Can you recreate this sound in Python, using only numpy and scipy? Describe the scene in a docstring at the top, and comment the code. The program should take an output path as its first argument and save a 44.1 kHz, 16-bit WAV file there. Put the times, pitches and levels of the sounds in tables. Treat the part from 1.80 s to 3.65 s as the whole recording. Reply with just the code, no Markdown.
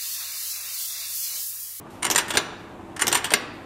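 """A workshop riveting machine runs through two cycles, close by, over the hum of its motor.
A metal sheet scrapes faintly; at 0.2 s the clutch catches and jolts the bench, a pawl snaps twice,
the ram clacks and the feed arm swings. Near 0.56 s the rivet gives way with a thump, and a hard clank
knocks the anvil, rings the cast frame and fills the room. The sheet scrapes again, the second cycle
runs from 1.16 s to its clank at 1.54 s, and a last scrape follows."""
import sys
import numpy as np
from scipy import signal
from scipy.fft import rfft, irfft, next_fast_len
from scipy.io import wavfile
from scipy.ndimage import uniform_filter1d, map_coordinates

SR = 44100
rng = np.random.default_rng(int(sys.argv[2]) if len(sys.argv) > 2 else 0)


def wav_out(sig):
    """Save sig, one row per channel (or a flat mono array), as 16-bit PCM at SR to the path in sys.argv[1]."""
    wavfile.write(sys.argv[1], SR, np.round(np.clip(np.atleast_2d(sig).T, -1, 1) * 32767).astype(np.int16))


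N = 81585
T = np.arange(SR) / SR  # the one-second time axis of a single hit


def amp(db):
    """Decibels to gain."""
    return 10 ** (np.asarray(db) / 20)


def unit(x):
    """Scale to rms 1."""
    return x / np.sqrt(np.mean(x ** 2) + 1e-20)


def along(points, hz):
    """Read a curve of (frequency, value) points on a log frequency axis."""
    f, v = np.transpose(points)
    return np.interp(np.log(hz + 1), np.log(f + 1), v)


def filtered(x, response):
    """Zero-phase EQ; response gives the gain at each frequency."""
    size = next_fast_len(len(x) + 8192)
    return irfft(rfft(x, size) * response(np.fft.rfftfreq(size, 1 / SR)), size)[:len(x)]


def noise(colour, size=SR):
    """Noise of rms 1, shaped by an EQ curve."""
    return unit(filtered(rng.standard_normal(size), lambda hz: amp(along(colour, hz))))


def wobble(rate):
    """A smooth random LFO with rate knots a second."""
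    return map_coordinates(rng.standard_normal(400), [np.arange(N) * rate / SR], mode="mirror")


def fade(t, t60):
    """Exponential decay, 60 dB down after t60 seconds."""
    return np.exp(-np.log(1000) * t / t60)


def attack(rise):
    """A straight ramp to full level in rise seconds."""
    return np.minimum(T / max(rise, 1e-5), 1)


def envelope(rise, t60):
    """A straight attack, then exponential decay."""
    return attack(rise) * fade(np.maximum(T - rise, 0), t60)


def add(track, start, sound):
    """Mix a sound into the track at start seconds."""
    span = track[max(round(start * SR), 0):][:len(sound)]
    span += sound[:len(span)]


# EQ of the motor and belt whirr: (frequency [Hz], level [dB])
WHIRR_COLOUR = [(15, -41), (25, -15.5), (102, -6), (133, -7), (301, -3.5), (569, -11.5), (616, -8),
                (666, -11), (722, -11.5), (966, -9.5), (1440, -19), (3630, -31.5), (4480, -38),
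                (5260, -38.5), (5840, -39.5), (7420, -38), (14000, -47.5)]
# tones of the motor hum: (frequency [Hz], rms level [dB])
HUM_TONES = [(97, -56.5), (236, -78), (296, -56.5), (334, -51.5), (354, -55), (737, -60), (1190, -63.5)]
def motor():
    """The bed: motor and belt idle with a low whirr and tones that waver in level and phase."""
    t = np.arange(N) / SR
    hum = np.zeros(N)
    for hz, db in HUM_TONES:
        peak = np.sqrt(2) * amp(db + 2.6 * wobble(14.23))
        hum += peak * np.sin(2 * np.pi * hz * t + 0.31 * wobble(9.86))
    whirr = amp(-42.5 + 0.93 * wobble(26.7)) * noise(WHIRR_COLOUR, size=N)
    return hum + whirr


# scrapes of the sheet: (time [s], level [dB])
SCRAPES = [(0.099, -53), (.785, -64), (1.73, -60.5)]
# their thin, bright EQ: (frequency [Hz], level [dB])
SCRAPE_COLOUR = [(500, -39), (2000, 1), (7000, -7), (13000, -9)]
def sheet():
    """The perforated sheet scrapes faintly in the hands between strokes."""
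    track = np.zeros(N)
    for start, db in SCRAPES:
        add(track, start, amp(db) * noise(SCRAPE_COLOUR) * envelope(rise=0.0061, t60=1))
    return track


# jolts through the bench: (time [s], level [dB])
JOLTS = [(.266, -40), (0.347, -61), (.56, -36.5), (1.228, -33.5), (1.521, -37.5)]
# their bass-heavy EQ: (frequency [Hz], level [dB])
JOLT_COLOUR = [(30, -40), (70, -8), (110, 0), (170, 4.5), (350, 0), (600, -4), (1500, -49)]
def bench():
    """The low end: the bench takes a soft jolt as the drive picks up its load."""
    track = np.zeros(N)
    for start, db in JOLTS:
        add(track, start, amp(db) * noise(JOLT_COLOUR) * envelope(rise=0.018, t60=0.2))
    return track


# decay of the workshop reverb: (frequency [Hz], t60 [s])
ROOM_T60 = [(150, 1), (500, 0.67), (1500, 1), (3000, 0.88), (6000, 0.63), (12000, 0.26)]
# EQ of its tail: (frequency [Hz], level [dB])
ROOM_COLOUR = [(150, -0.5), (500, -2.5), (1500, -4.5), (3000, -11), (6000, -16), (9000, -18),
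               (13000, -15.5)]
def in_room(sound):
    """Dry sound, early reflections off nearby surfaces, and a workshop tail whose treble dies soonest."""
    early_db, predelay_s = -15, 0.008
    hz, t, spectrum = signal.stft(rng.standard_normal(SR), SR, nperseg=256)
    t60 = along(ROOM_T60, hz)[:, None]
    gain = amp(along(ROOM_COLOUR, hz))[:, None] * np.sqrt(2 * np.log(1000) / (t60 * SR))
    tail = signal.istft(spectrum * gain * fade(t, t60), SR, nperseg=256)[1][:SR]
    early = noise([(200, 11), (4000, 6), (7000, 6), (12000, -34)]) * fade(T, t60=0.085)
    reverb = tail + amp(early_db) * early / np.linalg.norm(early)
    reverb = np.pad(reverb, (round(predelay_s * SR), 0))
    return sound + signal.fftconvolve(sound, reverb)[:len(sound)]


def burst(colour, rise, t60, grit_db=0):
    """A noise transient whose top dies first; grit breaks it up like faces chattering as they meet."""
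    size = SR // 4
    crossover_hz, bright_t60 = 4600, 0.88 * t60
    grit = unit(uniform_filter1d(rng.standard_normal(size), size=24))
    chatter = rng.standard_normal(size) * amp(grit_db * grit)
    sound = unit(filtered(chatter, lambda hz: amp(along(colour, hz))))
    dull = filtered(sound, lambda hz: 1 / (1 + (hz / crossover_hz) ** 4))
    bright = sound - dull
    puff = dull * envelope(rise, t60)[:size] + bright * envelope(rise, bright_t60)[:size]
    return np.pad(puff, (0, SR - size))


def ring(modes):
    """Struck metal: each blow lands on a new spot and shifts the mode levels; the room blurs each line."""
    spread_db, line_width_hz = 2.2, 4
    sound = np.zeros(SR)
    drift = np.cumsum(rng.standard_normal(2 * SR)) * np.sqrt(2 * np.pi * line_width_hz / SR)
    for hz, db, t60 in modes:
        t = T[T < t60]
        phase = 2 * np.pi * hz * t + drift[rng.integers(SR):][:len(t)]
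        sound[:len(t)] += amp(db + spread_db * rng.standard_normal()) * fade(t, t60) * np.sin(phase)
    return sound


# EQs of a hard contact's first crack and of the housing's dull thud: (frequency [Hz], level [dB])
CRACK_COLOUR = [(1000, -45), (4000, 11), (9000, 6), (13500, 2)]
THUD_COLOUR = [(40, -49.5), (110, -6.5), (200, -11), (365, 1), (520, -7), (900, -7), (2000, -73)]
# modes of the steel linkage, hardened pins and springs, cast frame: (frequency [Hz], level [dB], t60 [s])
LINKAGE_MODES = [(871, -19, 0.15), (955, -15.5, 0.13), (993, -17.5, 0.12), (1428, -11.5, 0.054),
                 (1610, -17, 0.062), (1772, -18, 0.18), (2927, -13, 0.077), (7150, -10, 0.054),
                 (7350, -17, 0.059), (9040, -5, 0.037), (8950, -14, 0.05), (9260, -4.5, 0.022)]
PIN_MODES = [(5650, -35.5, 0.039), (6050, -13, 0.069), (7270, -4, 0.03), (8220, -5.5, 0.029),
             (9070, -23, 0.076), (11150, -16, .029), (11810, -22, 0.072), (13050, -18, .04),
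             (13860, -20, .074)]
FRAME_MODES = [(241.5, -28.5, 0.9), (344, -26, 0.35), (1129, -23, 0.5), (1382, -21, 0.25),
               (1670, -21, 0.27), (2124, -20, 0.25), (2870, -25, 0.28), (3410, -26.5, 0.26),
               (5630, -22, .2)]
def metal_hits(contacts, colour, linkage_db, pins_db, frame_db):
    """Each contact cracks, clacks, thuds into the housing and rings linkage, pins and frame."""
    shelf_hz, shelf_width_hz, hard_rise_s = 8700, 5200, 0.001

    def shelf(hz):
        return (1 + np.tanh((hz - shelf_hz) / shelf_width_hz)) / 2

    track = np.zeros(N)
    for start, db, rise, t60, thud_db, treble_db, ring_db in contacts:
        hardness = np.exp(-rise / hard_rise_s)  # a faster attack cracks louder
        crack = amp(-0.5) * hardness * burst(CRACK_COLOUR, rise, t60=0.019)
        clack = burst(colour, rise, t60, grit_db=1.5)
        thud = amp(thud_db) * burst(THUD_COLOUR, rise=0.0034, t60=0.086)
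        metal = amp(linkage_db) * ring(LINKAGE_MODES)
        metal += amp(pins_db) * ring(PIN_MODES)
        metal += amp(frame_db) * ring(FRAME_MODES)
        hit = in_room(crack + clack + thud) + amp(ring_db) * metal * attack(rise)
        add(track, start, amp(db) * filtered(hit, lambda hz: amp(treble_db * shelf(hz))))
    return track


# clutch contacts; thud, treble and ring are trims on the level, here and for the parts below:
# (time [s], level [dB], attack [s], t60 [s], thud [dB], treble [dB], ring [dB])
CLUTCH_HITS = [(.2225, -32, 0.0045, 0.021, -18, -4, 6), (.2285, -22.5, 0.0014, 0.05, -19, 4.5, 0),
               (.244, -24, 0.0022, 0.038, -33, 2, 2), (.2512, -17.5, 0.00031, 0.043, -14, 5, -3.5),
               (.2655, -20.5, 0.00091, 0.039, -12, -2.5, 0.5), (1.162, -32.5, 0.0035, 0.067, -23, 0, -1.5),
               (1.1935, -27.5, .0013, 0.27, -15, 0, -2.5), (1.2118, -27, 0.0017, 0.045, -30, 11, -2),
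               (1.2183, -17, .0018, 0.054, -16.5, 8.5, 0.5)]
# EQ of the clutch's clack: (frequency [Hz], level [dB])
CLUTCH_COLOUR = [(300, -36), (609, -16), (900, 1.5), (1200, -1), (1450, -1.5), (2200, -1), (2550, -7.5),
                 (2900, -2), (3400, -9.5), (5000, -11.5), (9220, -9.5), (10700, -19.5), (14000, -25)]
def clutch():
    """The clutch catches in a quick clatter that rings the linkage and frame."""
    return metal_hits(CLUTCH_HITS, CLUTCH_COLOUR, linkage_db=2, pins_db=-14, frame_db=-1.5)


# pawl contacts: (time [s], level [dB], attack [s], t60 [s], thud [dB], treble [dB], ring [dB])
PAWL_HITS = [(.301, -15, 0.00033, 0.04, -13.5, -4, 3), (.3108, -15.5, 0.0011, 0.069, -28, 6, -4.5),
             (1.2688, -15.5, 0.00038, .036, -16.5, 0.5, -13), (1.2792, -14.5, 0.0015, .042, -19, 4, 1.5),
             (1.2985, -31, 0.00089, 0.029, -8, 2, -1)]
# EQ of the pawl's snap: (frequency [Hz], level [dB])
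PAWL_COLOUR = [(180, -36), (320, -12), (692, -4), (950, -2.5), (1600, -10), (2200, 1.5), (2470, -8),
               (3000, 0.5), (4600, -10), (5780, 1), (10300, -14), (14000, -8)]
def pawl():
    """The pawl gives a bright double snap that pings the pins and springs."""
    return metal_hits(PAWL_HITS, PAWL_COLOUR, linkage_db=-10, pins_db=-4, frame_db=-15)


# ram contacts: (time [s], level [dB], attack [s], t60 [s], thud [dB], treble [dB], ring [dB])
RAM_HITS = [(.3478, -22.5, .0014, .042, -8, -4, -3), (.3592, -12, 0.00039, 0.049, -23, -2, -2.5),
            (.379, -18, .0005, 0.078, -15.5, 2, 1.5), (.384, -16, .0009, 0.084, -28, -1, -2),
            (.404, -28, 0.0025, 0.047, -11, -14, -13), (1.3155, -23, .0017, 0.11, -6, -7, -17),
            (1.3274, -16.5, 0.00037, 0.071, -13, -3, 2.5), (1.3462, -20.5, 0.0013, 0.059, -16.5, 4, 0),
            (1.3522, -14.5, 0.00083, 0.058, -30, 1, -2), (1.371, -24, 0.0014, 0.09, -25, -1.5, -4)]
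# EQ of the ram's clack: (frequency [Hz], level [dB])
RAM_COLOUR = [(300, -28), (940, -7), (1350, -7), (1680, -3.5), (2300, -6.5), (2900, -5), (5250, -11.5),
              (6070, -7), (6550, -18), (7240, -3.5), (7850, -14.5), (8920, -4.5), (10100, -19.5),
              (14000, -20.5)]
def ram():
    """The ram clacks in a tight cluster, with a steely ring from linkage and pins."""
    return metal_hits(RAM_HITS, RAM_COLOUR, linkage_db=1, pins_db=2, frame_db=-6)


# feed arm contacts: (time [s], level [dB], attack [s], t60 [s], thud [dB], treble [dB], ring [dB])
FEED_HITS = [(.481, -33, .002, 0.049, -13, 10, -9), (.4955, -44, .0005, 0.019, -13, 14, 8),
             (.5027, -22, .005, 0.064, -15.5, 1.5, 4.5), (.536, -27, 0.0036, 0.15, -9, -5, 6),
             (.551, -23.5, 0.0021, 0.077, -6.5, -13, 1), (1.4423, -21, .002, 0.098, -17, 4.5, -1),
             (1.5045, -22.5, 0.0015, .042, -27, -4, 3.5), (1.5162, -26.5, 0.002, 0.072, -33, 1, 2)]
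# EQ of the arm's clack: (frequency [Hz], level [dB])
FEED_COLOUR = [(300, -22), (680, -3.5), (1200, -4), (1620, -0.5), (2300, -4.5), (3400, 0.5), (3990, -9),
               (4690, -5), (5600, -13.5), (8920, -5), (10500, -22), (14000, -16.5)]
def feed_arm():
    """The feed arm swings over with a few softer knocks."""
    return metal_hits(FEED_HITS, FEED_COLOUR, linkage_db=-4, pins_db=-11, frame_db=-3.5)


# thumps of the rivet, just ahead of each clank: (time [s], level [dB])
THUMPS = [(.555, -24), (1.518, -22)]
def rivet_squeeze():
    """The squeezed rivet gives way with a crunchy thump that dives in pitch."""
    start_hz, end_hz, dive_s = 1060, 400, 0.0074
    hz = end_hz + (start_hz - end_hz) * np.exp(-T / dive_s)
    tone = np.sin(2 * np.pi * np.cumsum(hz) / SR)
    track = np.zeros(N)
    for start, db in THUMPS:
        crunch = noise([(30, -60), (100, -15), (400, 3), (900, -5), (1500, -7), (4000, -19)])
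        thump = (tone + 0.9 * crunch) * envelope(rise=0.0015, t60=0.067)
        add(track, start, amp(db) * in_room(thump))
    return track


# modes of the anvil: (frequency [Hz], level [dB], t60 [s])
ANVIL_MODES = [(410, -10, 0.097), (702, -19.5, 0.15), (1617, -4, 0.044), (2106, -3, 0.044),
               (2824, -14, 0.11), (3903, -20, 0.24), (4690, -13, 0.064), (9090, -2.5, 0.026)]
def anvil(blows):
    """The anvil answers each blow with a hollow knock."""
    track = np.zeros(N)
    for start, db, rise, *_, ring_db in blows:
        add(track, start, amp(db + ring_db) * ring(ANVIL_MODES) * attack(rise))
    return track


# blows and rebounds: (time [s], level [dB], attack [s], t60 [s], thud [dB], treble [dB], ring [dB])
CLANK_HITS = [(0.571, -12, 0.00066, 0.037, -21, 0.79, -1), (.5768, -16, 0.0011, 0.04, -24, 1.2, -8),
              (1.537, -11.5, 0.00054, 0.035, -36, 1.3, 0.5), (1.5402, -17, 0.00061, 0.037, -29, 1.3, -4.5)]
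# EQ of the clank: (frequency [Hz], level [dB])
CLANK_COLOUR = [(120, -19), (379, -21), (1100, -5), (1570, -3.5), (2600, -4.5), (4600, -3.5), (5560, -12.5),
                (6070, -3.5), (6520, -20), (7000, -1), (7650, -18), (9100, -6.5), (10200, -17),
                (14000, -30)]
def clank():
    """The main hit: the setting blow and its rebound ring the cast frame and knock the anvil."""
    impact = metal_hits(CLANK_HITS, CLANK_COLOUR, linkage_db=-6.5, pins_db=-4, frame_db=-1)
    return impact + anvil(CLANK_HITS)


def scene():
    """The mono mix: mechanism and setting stroke over bench, sheet and motor."""
    mechanism = clutch() + pawl() + ram() + feed_arm()
    stroke = clank() + rivet_squeeze()
    background = bench() + sheet() + motor()
    return (mechanism + stroke + background)[None]


def record(dry):
    """The master chain: a soft clip rounds the highest peaks, then a steep low-pass trims the top."""
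    ceiling, cutoff_hz = 0.75, 14100
    rounded = dry[0] / (1 + np.abs(dry[0] / ceiling) ** 6) ** (1 / 6)
    return filtered(rounded, lambda hz: 1 / np.sqrt(1 + (hz / cutoff_hz) ** 200))[None]


dry = scene()
out = record(dry)
wav_out(out)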